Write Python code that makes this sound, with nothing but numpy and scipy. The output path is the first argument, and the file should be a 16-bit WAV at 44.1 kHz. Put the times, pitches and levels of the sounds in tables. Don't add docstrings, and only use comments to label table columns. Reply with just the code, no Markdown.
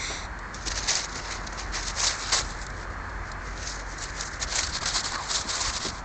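import sys
import numpy as np
from scipy import signal
from scipy.fft import rfft, irfft
from scipy.io import wavfile
from scipy.ndimage import uniform_filter1d

SR = 44100
rng = np.random.default_rng(int(sys.argv[2]) if len(sys.argv) > 2 else 0)


def file_out(sig):
    cols = np.atleast_2d(sig).T
    lim = np.clip(cols, -1, 1)
    pcm = np.round(lim * 32767).astype(np.int16)
    wavfile.write(sys.argv[1], SR, pcm)


N = 266668


def gain_of(db):
    return 10 ** (np.asarray(db) / 20)


def evened(x):
    return x / np.sqrt(np.mean(x ** 2) + 1e-20)


def read(points, hz):
    f, value = np.transpose(points)
    return np.interp(np.log(hz + 1), np.log(f + 1), value)


def follow(rows, t):
    s, *columns = np.transpose(rows)
    return [np.interp(t, s, c) for c in columns]


def add(mix, s, sound):
    part = mix[round(s * SR):][:len(sound)]
    part += sound[:len(part)]


def coloured(x, colour_db, size):
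    overlap = size * 3 // 4
    hz, t, z = signal.stft(x, SR, nperseg=size, noverlap=overlap)
    z = z * gain_of(colour_db(hz[:, None], t))
    return signal.istft(z, SR, nperseg=size, noverlap=overlap)[1][:len(x)]


def patches(hz, t, size):
    field = rng.standard_normal((len(t), len(hz)))
    smooth_in_time = uniform_filter1d(field, size[0], 0)
    return evened(uniform_filter1d(smooth_in_time, size[1], 1)).T


# start in seconds, swell in seconds, hold in seconds, level at the top of the swell in dB,
# packed-snow body boost in dB, fine-powder fizz boost in dB (both boosts before the treble is levelled).
PUSHES = [(0.524, 0.028, 0.28, -45, -2, 0.0), (0.651, 0.034, 0.0032, -25.5, -2, 0.5),
          (0.694, 0.023, 0.01, -29, -0.5, -4), (0.728, 0.054, 0.029, -30, 2, -1.0),
          (0.808, 0.014, 0.24, -36.0, 2, -1), (0.872, 0.022, 0.044, -20.5, -1.5, -2),
          (0.914, 0.041, 0.1, -28.0, 2, 0), (0.951, 0.0034, 0.004, -20, -4.0, 3.0),
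          (1.028, 0.16, 0.004, -43, 0.0, 0.0), (1.077, 0.016, 0.015, -42.0, -5, -1),
          (1.108, 0.022, 0.004, -40, -7.0, -2), (1.141, 0.018, 0.06, -36.5, 7, -0.5),
          (1.184, 0.077, 0.15, -40.5, 4, -4), (1.289, 0.034, 0.048, -36, 6.5, 2.5),
          (1.405, 0.009, 0.243, -51.0, 2, 0), (1.433, 0.149, 0.228, -47, 4, -3),
          (1.462, 0.012, 0.006, -37, -5, -4), (1.523, 0.003, 0.01, -37.5, 6, 0.0),
          (1.564, 0.029, 0.041, -35.5, 3, -2.5), (1.716, 0.041, 0.062, -31, 2.5, -2),
          (1.821, 0.01, 0.015, -34, 5, 3), (1.834, 0.048, 0.031, -30.0, 0, 0.5),
          (1.907, 0.11, 0.21, -34, 6, 1.5), (1.949, 0.13, 0.025, -22, 0.5, 2),
          (2.103, 0.0033, 0.037, -30.0, 3, -1.5), (2.178, 0.035, 0.24, -36, 2, -1.5),
          (2.285, 0.013, 0.051, -34, 3.0, -3), (2.313, 0.14, 0.21, -44.0, 7.5, 1),
          (2.317, 0.011, 0.069, -20, 1.5, 0.5), (2.366, 0.009, 0.043, -26.5, 5.5, 4.5),
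          (2.492, 0.015, 0.025, -42.5, 0, -3), (2.599, 0.027, 0.023, -44.5, 7, 9),
          (2.667, 0.024, 0.038, -53.0, 5.0, 1.0), (2.7, 0.13, 0.019, -47.5, 7, 1),
          (2.9, 0.003, 0.041, -52.5, 9, 0), (2.942, 0.099, 0.25, -59.5, -7.0, -4.0),
          (3.092, 0.003, 0.018, -55, 5.0, 0), (3.228, 0.056, 0.061, -52.5, -5, -2),
          (3.39, 0.092, 0.09, -48.5, 7, 1), (3.52, 0.13, 0.17, -39.5, -1, 0),
          (3.58, 0.092, 0.243, -51, -2.0, 0), (3.651, 0.023, 0.007, -32, -7, -1),
          (3.683, 0.008, 0.043, -36, -8, 1.0), (3.7, 0.004, 0.066, -40, -8, 6),
          (3.792, 0.0028, 0.012, -41, 7, 1), (3.833, 0.099, 0.043, -44.5, 3, 4),
          (3.973, 0.071, 0.012, -34.5, 0, 5), (3.974, 0.013, 0.004, -37.5, -7.0, 8.0),
          (3.977, 0.13, 0.004, -42.5, 3.0, 3.0), (4.101, 0.13, 0.009, -35.5, 5, 1),
          (4.194, 0.073, 0.026, -38.5, 3.0, 7), (4.282, 0.063, 0.037, -43.0, 4.0, 3),
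          (4.39, 0.043, 0.015, -29.0, 3.5, 0.5), (4.453, 0.079, 0.016, -33.0, -2, -5),
          (4.477, 0.11, 0.073, -29.5, 2.5, 2.5), (4.551, 0.005, 0.027, -24.5, -0.5, 5.5),
          (4.585, 0.0027, 0.026, -26.5, 1.5, -1), (4.627, 0.009, 0.013, -27.5, -3, -3.0),
          (4.66, 0.014, 0.008, -31.5, 1.5, 0), (4.675, 0.022, 0.019, -34, -7.0, -1),
          (4.718, 0.036, 0.034, -27.5, -4, -6), (4.804, 0.02, 0.03, -31.5, 2.5, -5.5),
          (4.854, 0.005, 0.068, -26.0, -2.5, -4.5), (4.92, 0.041, 0.052, -25, -1, -2),
          (5.022, 0.035, 0.054, -30, -3.5, -3.5), (5.103, 0.057, 0.0035, -33, 4, -6.5),
          (5.14, 0.05, 0.05, -41, -1, -8), (5.165, 0.125, 0.28, -38, 3.5, -1.0),
          (5.285, 0.031, 0.009, -24.0, -3.5, -1.0), (5.322, 0.024, 0.024, -26.0, -4, 1),
          (5.342, 0.004, 0.073, -27.0, -3.5, -2.0), (5.45, 0.11, 0.12, -29.5, 1.0, 2),
          (5.477, 0.034, 0.007, -23.5, -5, -4), (5.554, 0.15, 0.0054, -30.5, 3, -0.5),
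          (5.605, 0.003, 0.094, -29, 0.0, 1), (5.704, 0.055, 0.004, -29.5, -1.5, 3),
          (5.759, 0.0072, 0.014, -26, -1, 0), (5.773, 0.092, 0.037, -29.0, -3.5, -3),
          (5.808, 0.16, 0.038, -45.5, 0, 2), (5.98, 0.003, 0.004, -42, -3, -3.0)]
SAG_DB, RELEASE_T60_S = -8.5, 0.049


def scuffs():
    power, body, fizz = np.full(N, 1e-12), np.zeros(N), np.zeros(N)
    for s, swell, hold, top_db, body_db, fizz_db in PUSHES:
        u = np.arange(0, swell + hold + RELEASE_T60_S, 1 / SR)
        sag_db = SAG_DB * np.clip((u - swell) / hold, 0, 1)
        release_db = -60 * np.maximum(u - swell - hold, 0) / RELEASE_T60_S
        rise = np.minimum(u / swell, 1)
        push = (rise * gain_of(top_db + sag_db + release_db)) ** 2
        add(power, s, push)
        add(body, s, push * body_db)
        add(fizz, s, push * fizz_db)
    total = uniform_filter1d(power, size=256)
    return power, uniform_filter1d(body, size=256) / total, uniform_filter1d(fizz, size=256) / total


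def crackle(per_s, spread_db, hiss):
    top_hz = 9600
    happens = rng.random(N) < per_s / SR
    size = gain_of(spread_db * np.minimum(rng.exponential(1, N), 3.5)) * happens
    edges = np.linspace(0, top_hz, 9)
    band, fractures = rng.integers(0, 8, N), np.zeros(N)
    for k in range(8):
        ring = signal.firwin(65, [edges[k] + 1, edges[k + 1]], pass_zero=False, fs=SR)
        clicks = size * (band == k) * rng.choice([-1., 1.], N)
        fractures += signal.oaconvolve(clicks, ring, "same")
    powder = signal.oaconvolve(rng.standard_normal(N), signal.firwin(65, top_hz, fs=SR), "same")
    flat = np.sqrt(top_hz / (SR / 2))
    return flat * evened(evened(fractures) + hiss * evened(powder))


# frequency in Hz, weight in dB per Hz.
CRYSTALS_FACING = [(180, -40), (300, -9), (336, -27), (501, -11.5), (1010, -8.5), (1280, -17),
                   (1440, -13.5), (1800, -5.5), (1990, -2), (3190, -13.5), (3950, -5), (5710, -2.5),
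                   (6310, 0), (7810, -12), (9010, -36), (11700, -64), (19800, -120)]
# frequency in Hz, weight in dB per Hz.
CRYSTALS_TURNED = [(180, -32), (300, -4), (441, -23), (629, -3.5), (813, -12), (1020, -1.5), (1700, -4.5),
                   (2170, -7), (2840, -14), (4180, -0.5), (6490, -2.5), (7700, -1), (9010, -27),
                   (11700, -59.5), (19800, -120)]
# time in seconds, share turned away from 0 to 1.
HEAD_TURN = [(0.5, 0.26), (1.3, 0.42), (1.7, 0.37), (2.1, 0.65), (2.4, 0.9), (3.0, 0.9), (3.7, 0.2),
             (4.2, 0.6), (4.6, 0.64), (5.0, 1), (5.4, 1), (6.0, 0.75)]
HOLLOW_HZ, HOLLOW_WIDTH_HZ, HOLLOW_DB = 5480, 940, -2.5


def snow():
    t = np.arange(N) / SR
    power, body, fizz = scuffs()
    stutter = evened(uniform_filter1d(rng.standard_normal(N), size=250))

    def colour_db(hz, s):
        away = follow(HEAD_TURN, s)[0]
        low = 1 / (1 + (hz / 2700) ** 8)
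        high = 1 / (1 + (5600 / (hz + 1)) ** 8)
        db = (1 - away) * read(CRYSTALS_FACING, hz) + away * read(CRYSTALS_TURNED, hz)
        db = db + low * np.interp(s, t, body) + high * np.interp(s, t, fizz)
        db = db + away * HOLLOW_DB * np.exp(-((hz - HOLLOW_HZ) / HOLLOW_WIDTH_HZ) ** 2)
        db = db + 1.55 * patches(hz, s, size=(14, 4))
        treble = np.mean(gain_of(2 * db) * (1 - low), 0)
        return db - 10 * np.log10(treble)

    grains = coloured(crackle(per_s=12000, spread_db=2.7, hiss=0.66), colour_db, size=256)
    return grains * np.sqrt(power) * gain_of(1.68 * stutter)


# start in seconds, starting level in dB before colouring.
SNAP_TIMES = [(0.39, -32.5), (0.544, -22.5), (0.884, -13.5), (1.157, -23), (1.745, -22), (2.002, -17),
              (2.066, -15), (2.197, -27), (2.5855, -40), (2.615, -27), (2.6662, -24.5), (2.702, -31),
              (3.0949, -41), (3.317, -24), (3.484, -42), (4.2093, -16), (4.518, -23), (5.006, -19),
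              (5.12, -17.5), (5.1806, -33), (5.4115, -17), (5.828, -21)]


def snaps():
    out, u = np.zeros(N), np.arange(800) / SR
    bursts = rng.standard_normal((len(SNAP_TIMES), 800))
    for (s, start_db), burst in zip(SNAP_TIMES, bursts):
        add(out, s, gain_of(start_db - 60 * u / 0.027) * burst)
    return coloured(out, lambda hz, s: read(CRYSTALS_TURNED, hz) - 21.0 * (hz < 3200), size=128)


# time in seconds, level in dB.
SNORT_LEVEL = [(0.0, -36), (0.044, -31.5), (0.154, -36.5), (0.258, -45), (0.278, -66), (0.29, -66)]
# frequency in Hz, weight in dB per Hz before levelling.
NOSE_COLOUR = [(1000, -44), (1700, -22), (1930, -2), (2140, 0.5), (3080, -22.5), (3590, -1.5), (4210, -2.5),
               (5230, -14), (5450, -10), (5850, 0), (6630, -16), (6960, -9), (7460, -4.5), (8520, -21.5),
               (9010, -43), (11700, -65), (19800, -120)]


def snort():
    def colour_db(hz, s):
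        return read(NOSE_COLOUR, hz) + 1.2 * patches(hz, s, size=(10, 3))

    air = coloured(rng.standard_normal(N), colour_db, size=512)
    t = np.arange(N) / SR
    return evened(air) * gain_of(follow(SNORT_LEVEL, t)[0]) * (t < SNORT_LEVEL[-1][0])


# time in seconds, level in dB, resonance in Hz.
SNIFF_GLIDE = [(5.11, -60, 880), (5.122, -33, 888), (5.141, -49, 1095), (5.166, -38, 1231),
               (5.201, -34, 1043), (5.235, -38, 876), (5.26, -60, 800)]


def sniff():
    t = np.arange(SNIFF_GLIDE[0][0], SNIFF_GLIDE[-1][0], 1 / SR)
    db, hz = follow(SNIFF_GLIDE, t)
    slow = signal.lfilter(*signal.butter(2, 140., fs=SR), rng.standard_normal((2, len(t))))
    carrier = np.exp(2j * np.pi * np.cumsum(hz) / SR)
    air = ((slow[0] + 1j * slow[1]) * carrier).real
    out = np.zeros(N)
    add(out, t[0], gain_of(db) * evened(air))
    return out


# start in seconds, level in dB before the fade-in and decay,
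# pitch in Hz, time to fade by 60 dB in seconds.
PAWS = [(.095, -33.5, 455, .2), (0.099, -32, 895, .25), (0.542, -35, 250, 0.1), (0.663, -27.5, 300, .088),
        (1.152, -31, 264, 0.079), (2.339, -34.5, 343, .11), (5.444, -33, 252, .11),
        (5.849, -22, 308, 0.078), (5.855, -30.5, 145, 0.15), (5.872, -30, 300, 0.066)]


def thumps():
    out, u = np.zeros(N), np.arange(6000) / SR
    fade_in = np.minimum(u / 0.012, 1)
    for (s, level_db, hz, t60), burst in zip(PAWS, rng.standard_normal((len(PAWS), 6000))):
        dull = signal.lfilter(*signal.butter(1, [hz * 0.7, hz * 1.24], "band", fs=SR), burst)
        add(out, s, gain_of(level_db - 60 * u / t60) * fade_in * evened(dull))
    return out


# frequency in Hz, weight in dB per Hz before ROAR_DB is added.
ROAR_COLOUR = [(12, -43.5), (24, -13.5), (36, -4), (62, -6.5), (108, -14), (200, -18), (420, -21.5),
               (700, -20), (1000, -17), (1650, -16), (2050, -21.5), (2350, -29), (2800, -38), (4400, -40),
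               (7300, -41), (8300, -48.5), (9100, -84)]
# time in seconds, strength of the shift towards the bass in dB
# (before the band shape around 1350 Hz scales it).
HISS_LEAN = [(0.0, 0.5), (1.5, 2.5), (2.3, 0), (3.7, -2), (4.7, -3), (5.6, 6), (6.05, 5.5)]
ROAR_DB = -10.5


def traffic():
    def colour_db(hz, s):
        pitch = np.log((hz + 1) / 1350)
        lean = np.clip(-pitch / 0.29, -1, 1) * np.exp(-(pitch / 0.4) ** 2)
        blobs = 1.1 * patches(hz, s, size=(12, 14))
        return read(ROAR_COLOUR, hz) + follow(HISS_LEAN, s)[0] * lean + blobs

    return gain_of(ROAR_DB) * coloured(rng.standard_normal(N), colour_db, size=2048)


# pitch in Hz, wander in Hz (twice the rms drift),
# peak level in dB before the swell and the shared level curve.
ENGINES = [(46.05, 3.96, -40), (86.5, 2.13, -48.5), (145, 3, -59.5), (340.5, 4.01, -59.5)]
# time in seconds, change in dB.
ENGINE_LEVEL = [(0, 0), (.5, -2.5), (1.2, 1.5), (2.2, 0.5), (3.3, 3), (4.5, -3), (6.05, -6.5)]


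def slow_wander():
    once = uniform_filter1d(rng.standard_normal(N), size=4000)
    return evened(uniform_filter1d(once, size=4000))


def hums():
    t, out = np.arange(N) / SR, np.zeros(N)
    for hz, width_hz, db in ENGINES:
        drift, swell = slow_wander(), slow_wander()
        phase = 2 * np.pi * np.cumsum(hz + width_hz / 2 * drift) / SR
        out += gain_of(db + 2.0 * swell) * np.sin(phase)
    return out * gain_of(follow(ENGINE_LEVEL, t)[0])


def scene():
    return (snow() + snaps() + snort() + sniff() + thumps() + traffic() + hums())[None]


# pitch in Hz, rms level in dB.
CAMERA_WHINE = [(4290, -65)]
# frequency in Hz, change in dB.
MICROPHONE = [(7000, 0), (8000, -5), (8600, -1), (9100, -15.5)]
EDGE_HZ = 9170


def record(dry):
    t = np.arange(N) / SR
    whine = sum(np.sqrt(2) * gain_of(db) * np.sin(2 * np.pi * hz * t) for hz, db in CAMERA_WHINE)
    ceiling = gain_of(-3.0)
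    soft = ceiling * np.tanh((dry + whine) / ceiling)
    roll_off = gain_of(read(MICROPHONE, np.fft.rfftfreq(N, 1 / SR)))
    dull = irfft(rfft(soft) * roll_off, N)
    band_limit = signal.firwin(511, EDGE_HZ, window=("kaiser", 9), fs=SR)
    return signal.oaconvolve(dull, band_limit[None], "same")


dry = scene()
out = record(dry)
file_out(out)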